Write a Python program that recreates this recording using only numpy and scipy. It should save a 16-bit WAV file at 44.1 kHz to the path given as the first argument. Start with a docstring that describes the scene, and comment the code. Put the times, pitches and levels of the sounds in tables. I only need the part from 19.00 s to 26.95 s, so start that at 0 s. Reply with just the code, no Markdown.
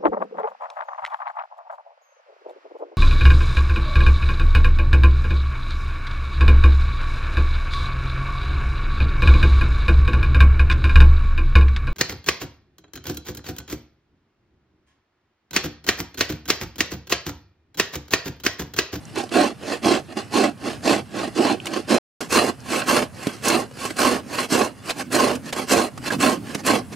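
"""Half a coconut is scraped by hand over a toothed steel grater, close by and outdoors.
Twice a second a hard stroke tears the flesh and a light one slides back. Tiny snapping fibres make
the rasp, and the shell, the blade and the grater's seat ring. Now and then the blade ticks on the shell
or the shell bumps the grater. After a short silence the grating goes on, brighter.
A low outdoor rumble lies underneath, and a hum swells and fades behind the later strokes."""
import sys
import numpy as np
from scipy import signal
from scipy.fft import rfft, irfft
from scipy.io import wavfile
from scipy.ndimage import uniform_filter1d

SR = 44100
rng = np.random.default_rng(int(sys.argv[2]) if len(sys.argv) > 2 else 0)


def log_audio(samples):
    """Write samples as a 16-bit WAV file to the path given in sys.argv[1]."""
    # one column per channel
    frames = np.atleast_2d(samples).T
    # limit to full scale, then quantise
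    limited = np.clip(frames, -1, 1)
    pcm = np.round(limited * 32767).astype(np.int16)
    wavfile.write(sys.argv[1], SR, pcm)


N = 350595
TIME = np.arange(N) / SR
HZ = np.fft.rfftfreq(4096, 1 / SR)
SILENCE_S = (2.984, 3.2055)

# A scrape has three layers: rasp (tearing fibres), push (shaken shell) and spray (the finest fibres).
# Levels in the tables are relative: they say how loud one row is next to another.
# Hard strokes. Each row: start and length in seconds, then rasp, push and spray levels in dB.
HARD_STROKES = [(0.304, 0.21, -25, -18.5, -31.5), (0.815, 0.19, -23.5, -17, -31),
                (1.306, 0.2, -26.5, -18.5, -31.5), (1.82, 0.19, -25.5, -18.5, -30),
                (2.338, 0.23, -27.5, -20.5, -34.0), (2.87, 0.15, -24, -16.5, -29.5),
                (3.288, 0.24, -20.0, -18.5, -25), (3.854, 0.21, -21, -17.5, -26.5),
                (4.42, 0.233, -20, -18, -26), (4.958, 0.25, -20, -18.5, -24.5),
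                (5.484, 0.222, -22.0, -18, -27), (6.102, 0.28, -22.5, -19, -26),
                (6.668, 0.228, -21, -17.5, -25.5), (7.184, 0.19, -20, -17.5, -26),
                (7.634, 0.18, -19, -16, -26.5)]
# Light strokes back. Each row: peak time, build-up and fade in seconds, then rasp, push and spray in dB.
BACK_STROKES = [(0.182, 0.042, 0.088, -33, -26.5, -38.0), (0.721, 0.11, 0.069, -30, -26, -37.5),
                (1.126, 0.052, 0.027, -42, -37, -53.5), (1.181, 0.031, 0.078, -34.5, -30, -43),
                (1.694, 0.091, 0.087, -32, -27, -39), (2.188, 0.075, 0.13, -30.5, -26.0, -40),
                (2.773, 0.16, 0.069, -35, -29, -41.0), (3.21, 0.02, 0.072, -33, -31.5, -39.5),
                (3.745, 0.088, 0.12, -24, -23, -31), (4.255, 0.13, 0.18, -36.5, -36, -43),
                (4.847, 0.11, 0.11, -33, -32.5, -37.5), (5.427, 0.15, 0.052, -27, -26, -34),
                (5.906, 0.078, 0.04, -31.5, -32, -39), (6.019, 0.072, 0.015, -32, -28.5, -36.5),
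                (6.497, 0.078, 0.014, -35, -37.0, -43.5), (6.588, 0.062, 0.072, -30, -26, -35.5),
                (7.081, 0.058, 0.017, -26.5, -28, -34.5), (7.133, 0.039, 0.036, -28, -24, -36),
                (7.519, 0.11, 0.071, -38.5, -38, -46), (7.602, 0.054, 0.02, -38.5, -36, -44),
                (7.935, 0.024, 0.017, -36, -37.5, -45)]
# A hard stroke's shape: before the silence it leans in, afterwards it bites and eases off.
# Each row (rasp, push, spray): rise in seconds, sag in dB a second (negative grows), release in seconds.
STROKE_SHAPE_BEFORE = [(0.051, -11.5, 0.13), (.066, -36.5, 0.16), (.046, 0.5, 0.15)]
STROKE_SHAPE_AFTER = [(0.048, 31.7, 0.18), (0.066, 6.9, 0.15), (.044, 77, 0.09)]
TOUCH_DB, LIFT_DB = -28.5, -20.5  # a hard stroke's start and any stroke's end, next to its full level
RELEASE_CURVE, RETURN_CURVE = 3.54, 1.8  # higher makes hard and light strokes end more sharply
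# Light rubbing between strokes: rasp, push and spray levels in dB.
RUBBING_DB = (-51, -53.5, -59)
TURN_DB, TURN_AFTER_S, TURN_WIDTH_S = -5, .025, 0.047  # the rubbing dips as the hand turns round
# Tough fibres catch. Each row: time in seconds, then the boost to rasp, push and spray in dB.
FIBRE_SNAGS = [(.158, 10, -5, -4), (.232, 3, 16, 10), (.853, -8, 9, 2), (1.168, 9.5, 7.5, 12),
               (1.488, 3, 6, 2), (1.96, 0, 4, -3), (1.995, 3, 5.5, -3), (2.275, 6, 14, 8),
               (2.394, -7, 8, -6), (2.445, 5, 5.5, 2), (2.52, 2, 3, 4), (2.733, 10, 0, 6), (2.937, 3, 7, 3),
               (3.338, -4, -6, 3), (3.387, 8.5, -1, 4.5), (3.492, 7, 11, 6), (3.815, 12, 6, -7),
               (3.962, 7, 5, 8), (4.022, 10, 8.5, 3), (4.48, -6, -16, 12), (4.54, 3, 2, 1),
               (4.595, 7, 10, 10), (4.848, 10, 13, 9), (4.901, 10, 8, 7), (5.382, 11, -1, 0),
               (5.611, 11, 1, -2), (6.35, 7, -6, 11), (6.712, -3, 0, 3), (6.867, 6, 3, 7), (7.057, 3, 2, 1),
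               (7.66, -4.5, -3, 6)]
SNAG_RISE_S, SNAG_FADE_S = 0.0053, 0.012
# Tone of fibres and shell, before and after the silence. Each row: frequency in Hz, level in dB.
FIBRE_TONE_BEFORE = [(650, -19.5), (1100, -1), (1850, 0.5), (2160, -5), (2650, -1), (3700, -8), (4400, -7),
                     (6500, -16.5), (9300, -20), (12000, -31), (15500, -43)]
FIBRE_TONE_AFTER = [(650, -28), (1100, -2.5), (1620, 0), (2200, -4.5), (2790, -3), (3700, -11),
                    (4300, -6.5), (6500, -11), (9500, -12.5), (12600, -22), (15500, -32.5)]
SHELL_TONE_BEFORE = [(50, -48.5), (110, -14.5), (160, -24), (205, -1.5), (300, 2.5), (390, -2), (510, -8.5),
                     (640, -5), (800, -5.5), (940, -21.5), (1250, -21.5), (1800, -26.5), (4000, -61.5)]
SHELL_TONE_AFTER = [(50, -32.5), (110, -14.5), (170, -17.5), (245, 1.5), (290, -3), (390, -5), (560, -7),
                    (780, -8.5), (940, -16.5), (1130, -18.5), (1300, -19.5), (1900, -23.5), (4000, -65.5)]
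SPRAY_HZ = 5110  # spray takes over from rasp above this
# Ringing of seat, shell and blade. Each row: frequency in Hz, width in Hz, boost in dB.
RESONANCES = [(247.5, 45, -0.5), (587.6, 16, 4.5), (1071, 110, 11.5), (1800, 190, -3.5), (2690, 96, 4),
              (4149, 174, 8), (4340, 180, 0.5), (5350, 250, -3)]
# Small peaks and dips in the tone of each spot on the shell. Each row: frequency in Hz, depth from 0 to 1.
SPOT_RIPPLE = [(250, .5), (1200, 1), (5000, 0.98)]
# Tone of the outdoor rumble. Each row: frequency in Hz, level in dB.
RUMBLE_TONE = [(25, -36), (60, -9.5), (110, 4), (200, -1), (260, -2.5), (330, -19), (500, -15),
               (800, -18.5), (2000, -27), (5000, -42.5), (10000, -29), (15000, -48.5)]
# Loudness of the rumble. Each row: time in seconds, level in dB.
RUMBLE_LEVELS = [(0, -45), (1, -42.5), (1.4, -43), (2.2, -42.5), (3.6, -42.5), (4.2, -44.5), (5.8, -45.5),
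                 (6.4, -43.5), (7.9, -42)]
# The blade catches on the shell.
# Each row: time in seconds, level in dB, ring frequency in Hz, ring boost in dB, length in seconds.
BLADE_TICKS = [(.053, -30, 6780, 28, .006), (0.157, -23, 3960, 0, 0.014), (0.291, -29, 3920, 10, 0.014),
               (2.6, -21, 2880, 25, 0.0095), (2.656, -19.5, 7960, 3, 0.014), (2.667, -15, 2880, 7, 0.022),
               (3.208, -18.5, 4200, -3.5, 0.02), (3.603, -34, 6000, 8.5, 0.0065),
               (4.268, -16.5, 1080, 1, 0.019), (4.711, -32.5, 510, 22, 0.017),
               (5.893, -15.5, 2740, 7, 0.026), (5.904, -13.5, 4200, 5.5, 0.023),
               (6.005, -23, 1860, 31, 0.032), (6.525, -14.5, 3140, 3, 0.032),
               (6.975, -24.5, 1270, 9, 0.023), (7.103, -11.5, 1520, 22, 0.019),
               (7.546, -15, 1480, 0, 0.029)]
# The shell bumps the grater. Each row: time in seconds, peak level in dB.
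SHELL_BUMPS = [(0.851, -29.5), (4.27, -9.5), (5.522, -11.5), (7.552, -18.5)]
# The notes in a bump. Each row: frequency in Hz, level in dB, seconds to fade by 60 dB (called t60).
THUD_NOTES = [(200, 5.5, 0.035), (282, 10, 0.04), (404, -3.5, 0.11), (1038, -29, 0.063)]
# Tone of the hum. Each row: frequency in Hz, level in dB.
HUM_TONE = [(25, -56), (60, -25), (120, -11), (190, -6.5), (250, -0.5), (300, -5.5), (380, -16.5),
            (700, -47.5)]
# Loudness of the hum. Each row: time in seconds, level in dB.
HUM_LEVELS = [(4.9, -62), (5.25, -41.5), (5.7, -61), (6.1, -36.5), (6.42, -40), (6.9, -52), (7.15, -26.5),
              (7.42, -35.5), (7.62, -38.5), (7.9, -43.5)]
# Balance between two microphones. Each row: frequency in Hz, left minus right in dB.
LEFT_OVER_RIGHT = [(100, 3), (200, -3), (380, -6.5), (700, -7), (1300, -4), (2400, -2), (8000, 0)]
# Scattered sound that differs between the microphones. 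Each row: frequency in Hz, level in dB.
SCATTER_TONE = [(300, -14), (700, -8.5), (1500, -7.5), (4000, -9.5), (12000, -10.5)]


def amp(db):
    """Turns decibels into a number to multiply by."""
    return 10 ** (np.asarray(db) / 20)


def evened(x):
    """Scales a signal to an average power of 1."""
    return x / np.sqrt(np.mean(x ** 2) + 1e-20)


def curve(points):
    """Joins a table's points into a value for every frequency."""
    hz, value = np.transpose(points)
    return np.interp(np.log(HZ + 1), np.log(hz + 1), value)


def add(mix, s, sound):
    """Lays a sound into the mix, s seconds in."""
    part = mix[round(s * SR):][:len(sound)]
    part += sound[:len(part)]


def colour(x, db):
    """Shapes the tone so that any ringing comes after each click, never before it."""
    log_gain = irfft(np.log(amp(np.maximum(db, -100))))
    half = len(log_gain) // 2
    folded = np.r_[log_gain[0], 2 * log_gain[1:half], np.zeros(half)]
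    click_response = irfft(np.exp(rfft(folded)))
    return signal.oaconvolve(x, click_response)[:len(x)]


def wander(rate_hz):
    """A smooth random wobble, up to about the given rate."""
    hz = np.fft.rfftfreq(N, 1 / SR)
    return evened(irfft(rfft(rng.standard_normal(N)) * np.exp(-(hz / rate_hz) ** 2), N))


def snaps(per_s, spread_db):
    """A swarm of tiny clicks of uneven size."""
    size = amp(spread_db * np.minimum(rng.exponential(1, N), 3))
    return evened(size * rng.choice([-1, 1], N) * (rng.random(N) < per_s / SR))


def hand_pressure(layer, shape):
    """The hand presses and eases, setting the level in dB of one layer (0 rasp, 1 push, 2 spray)."""
    attack_s, sag_db_per_s, release_s = shape[layer]
    turning = sum(np.exp(-((TIME - start - length - TURN_AFTER_S) / TURN_WIDTH_S) ** 2)
                  for start, length, *_ in HARD_STROKES)
    power = amp(RUBBING_DB[layer] + TURN_DB * turning) ** 2
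    t = TIME[:SR // 2]
    for start, length, *levels in HARD_STROKES:
        attack = TOUCH_DB * np.maximum(1 - t / attack_s, 0) ** 2
        sag = sag_db_per_s * np.maximum(t - attack_s, 0)
        release = LIFT_DB * np.maximum(1 + (t - length) / release_s, 0) ** RELEASE_CURVE
        add(power, start, amp(levels[layer] + attack - sag + release) ** 2)
    for peak, build, fade, *levels in BACK_STROKES:
        start = max(peak - 2 * build, 0)
        from_peak = np.maximum((peak - start - t) / build, (start + t - peak) / fade)
        add(power, start, amp(levels[layer] + LIFT_DB * from_peak ** RETURN_CURVE) ** 2)
    return 10 * np.log10(power) + snags(layer)


def snags(layer):
    """Tough fibres grip and tear free, making one layer's level in dB jump or dip."""
    out, t = np.zeros(N), TIME[:SR // 8]
    for s, *boosts in FIBRE_SNAGS:
        add(out, s, boosts[layer] * np.minimum(t / SNAG_RISE_S, 1) * np.exp(-(t / SNAG_FADE_S) ** 2))
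    return out


def grating(shape, fibre_tone, shell_tone, rasp_db, push_db, spray_db):
    """The teeth stick and slip: fibres snap in swarms, and coarser jerks shake the shell."""
    toughness_db = 0.96 * wander(rate_hz=25.7)  # the flesh is tougher in patches
    rasp_level, push_level, spray_level = (hand_pressure(i, shape) + toughness_db for i in range(3))
    grip = amp(1.4 * wander(rate_hz=130))
    jerks = snaps(per_s=2000, spread_db=1.8)
    tearing = grip * (snaps(per_s=10000, spread_db=2.2) + .3 * jerks)
    spitting = grip * amp(wander(rate_hz=200)) * snaps(per_s=18000, spread_db=2)
    fineness = (HZ / SPRAY_HZ + 1e-6) ** 8
    rasp = evened(colour(tearing, curve(fibre_tone) - 10 * np.log10(1 + fineness)))
    spray = evened(colour(spitting, curve(fibre_tone) - 10 * np.log10(1 + 1 / fineness)))
    push = evened(colour(grip * jerks, curve(shell_tone)))
    scrape = amp(rasp_level + rasp_db) * rasp
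    scrape += amp(spray_level + spray_db) * spray
    scrape += amp(push_level + push_db) * push
    # the harder the teeth dig in, the more blade and shell ring
    pressed = np.interp(rasp_level, [-42, -22], [.2, 1])
    ring_db = sum(db / (1 + (2 * (HZ - hz) / width) ** 2) for hz, width, db in RESONANCES)
    return scrape * (1 - pressed) + colour(scrape * pressed, ring_db)


def shell_spots(x, t60, spots_per_s, count=23):
    """The blade travels over the shell, and each spot rings with a tone of its own."""
    t, out = TIME[:2 * len(HZ) - 2], np.zeros(N)
    for spot in range(count):
        distance = abs((TIME * spots_per_s - spot + count / 2) % count - count / 2)
        touching = np.cos(np.pi / 2 * np.minimum(distance, 1)) ** 2
        ring_power = abs(rfft(rng.standard_normal(len(t)) * amp(-60 * t / t60))) ** 2
        ripple_db = 10 * np.log10(ring_power / np.mean(ring_power) + .3)
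        ripple_db = (ripple_db - uniform_filter1d(ripple_db, size=90)) * curve(SPOT_RIPPLE)
        humps = evened(uniform_filter1d(rng.standard_normal(len(HZ)), size=80))
        broad_db = 1.7 * humps * np.minimum(HZ / 2500, 1)
        out += colour(x * touching, ripple_db + broad_db)
    return out


def outdoor_rumble(side_db):
    """A low, wavering rumble, partly alike on the left and right."""
    both, side = (evened(colour(rng.standard_normal(N), curve(RUMBLE_TONE))) for _ in range(2))
    side *= amp(side_db)
    level_db = np.interp(TIME, *np.transpose(RUMBLE_LEVELS)) + 1.8 * wander(rate_hz=4)
    return amp(level_db) * np.array([both + side, both - side])


def blade_ticks(level_db):
    """A tooth skids over hard shell: a short burst of grit with one broad ring."""
    out, t = np.zeros(N), TIME[:SR // 10]
    grit_db = curve([(150, -8.5), (500, 5), (3000, -2.5), (9000, -8.5), (15000, -23.5)])
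    for s, db, hz, boost_db, length in BLADE_TICKS:
        burst = rng.choice([-1, 1], len(t)) * (t / length) * amp(-60 * t / length)
        ring_db = boost_db / (1 + (np.log(HZ / hz + 1e-6) / .28) ** 4)
        tick = colour(burst, grit_db + ring_db)
        add(out, s, amp(db + level_db) * tick / abs(tick).max())
    return out


def shell_bumps():
    """The shell knocks on the grater, whose seat thuds but is too small to give off deep bass."""
    out, t = np.zeros(N), TIME[:SR // 4]
    thud = sum(amp(db - 60 * t / t60) * np.sin(2 * np.pi * hz * t) for hz, db, t60 in THUD_NOTES)
    thud = signal.sosfilt(signal.butter(2, 150, "high", fs=SR, output="sos"), thud)
    for s, db in SHELL_BUMPS:
        add(out, s, -amp(db) * thud / abs(thud).max())
    return out


def hum():
    """A narrow band of low noise that comes and goes."""
    noise = evened(colour(rng.standard_normal(N), curve(HUM_TONE)))
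    return amp(np.interp(TIME, *np.transpose(HUM_LEVELS))) * noise


def reflections(x, t60):
    """Many quick echoes from the bowl and nearby surfaces."""
    t = TIME[:SR // 3]
    echoes = rng.standard_normal(len(t)) * amp(-60 * t / t60) * (t > .001)
    return signal.oaconvolve(x, echoes / np.linalg.norm(echoes))[:N]


def scattered(x, t60, count=3):
    """Shell and hands throw sound sideways, along paths that change as they move."""
    paths = [np.cos(2 * np.pi * (TIME * 5 + k / count)) for k in range(count)]
    return np.sqrt(2 / count) * sum(reflections(x * path, t60) for path in paths)


def microphone(x, db):
    """Sets how strongly one microphone hears each frequency, adding no delay."""
    return signal.oaconvolve(x, np.fft.fftshift(irfft(amp(db)))[1:], "same")


def scene():
    """The grater sits a little to the right, among close surfaces."""
    before = grating(STROKE_SHAPE_BEFORE, FIBRE_TONE_BEFORE, SHELL_TONE_BEFORE,
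                     rasp_db=-2.0, push_db=0, spray_db=0)
    after = grating(STROKE_SHAPE_AFTER, FIBRE_TONE_AFTER, SHELL_TONE_AFTER,
                    rasp_db=-2.5, push_db=-1.5, spray_db=-0.5)
    strokes = np.where(TIME < np.mean(SILENCE_S), before, after)
    mix = shell_spots(strokes, t60=0.025, spots_per_s=20)
    mix += blade_ticks(level_db=-1.0) + shell_bumps() + hum()
    mix += amp(-22.5) * reflections(mix, t60=0.31)
    side = colour(scattered(mix, t60=.04), curve(SCATTER_TONE))
    lean_db = curve(LEFT_OVER_RIGHT) / 2
    left, right = microphone(mix + side, lean_db), microphone(mix - side, -lean_db)
    return np.array([left, right]) + outdoor_rumble(side_db=-5.5)


def record(dry):
    """Rounds off the tallest peaks, mutes the short silence and removes the highest treble."""
    sound_on = uniform_filter1d(1. * ((TIME < SILENCE_S[0]) | (TIME > SILENCE_S[1])), size=40)
    rounded = dry / (1 + (dry / .85) ** 8) ** (1 / 8)
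    low_pass = signal.firwin(401, cutoff=15700, window=("kaiser", 8), fs=SR)
    return signal.oaconvolve(rounded * sound_on, low_pass[None], "same")


dry = scene()
out = record(dry)
log_audio(out)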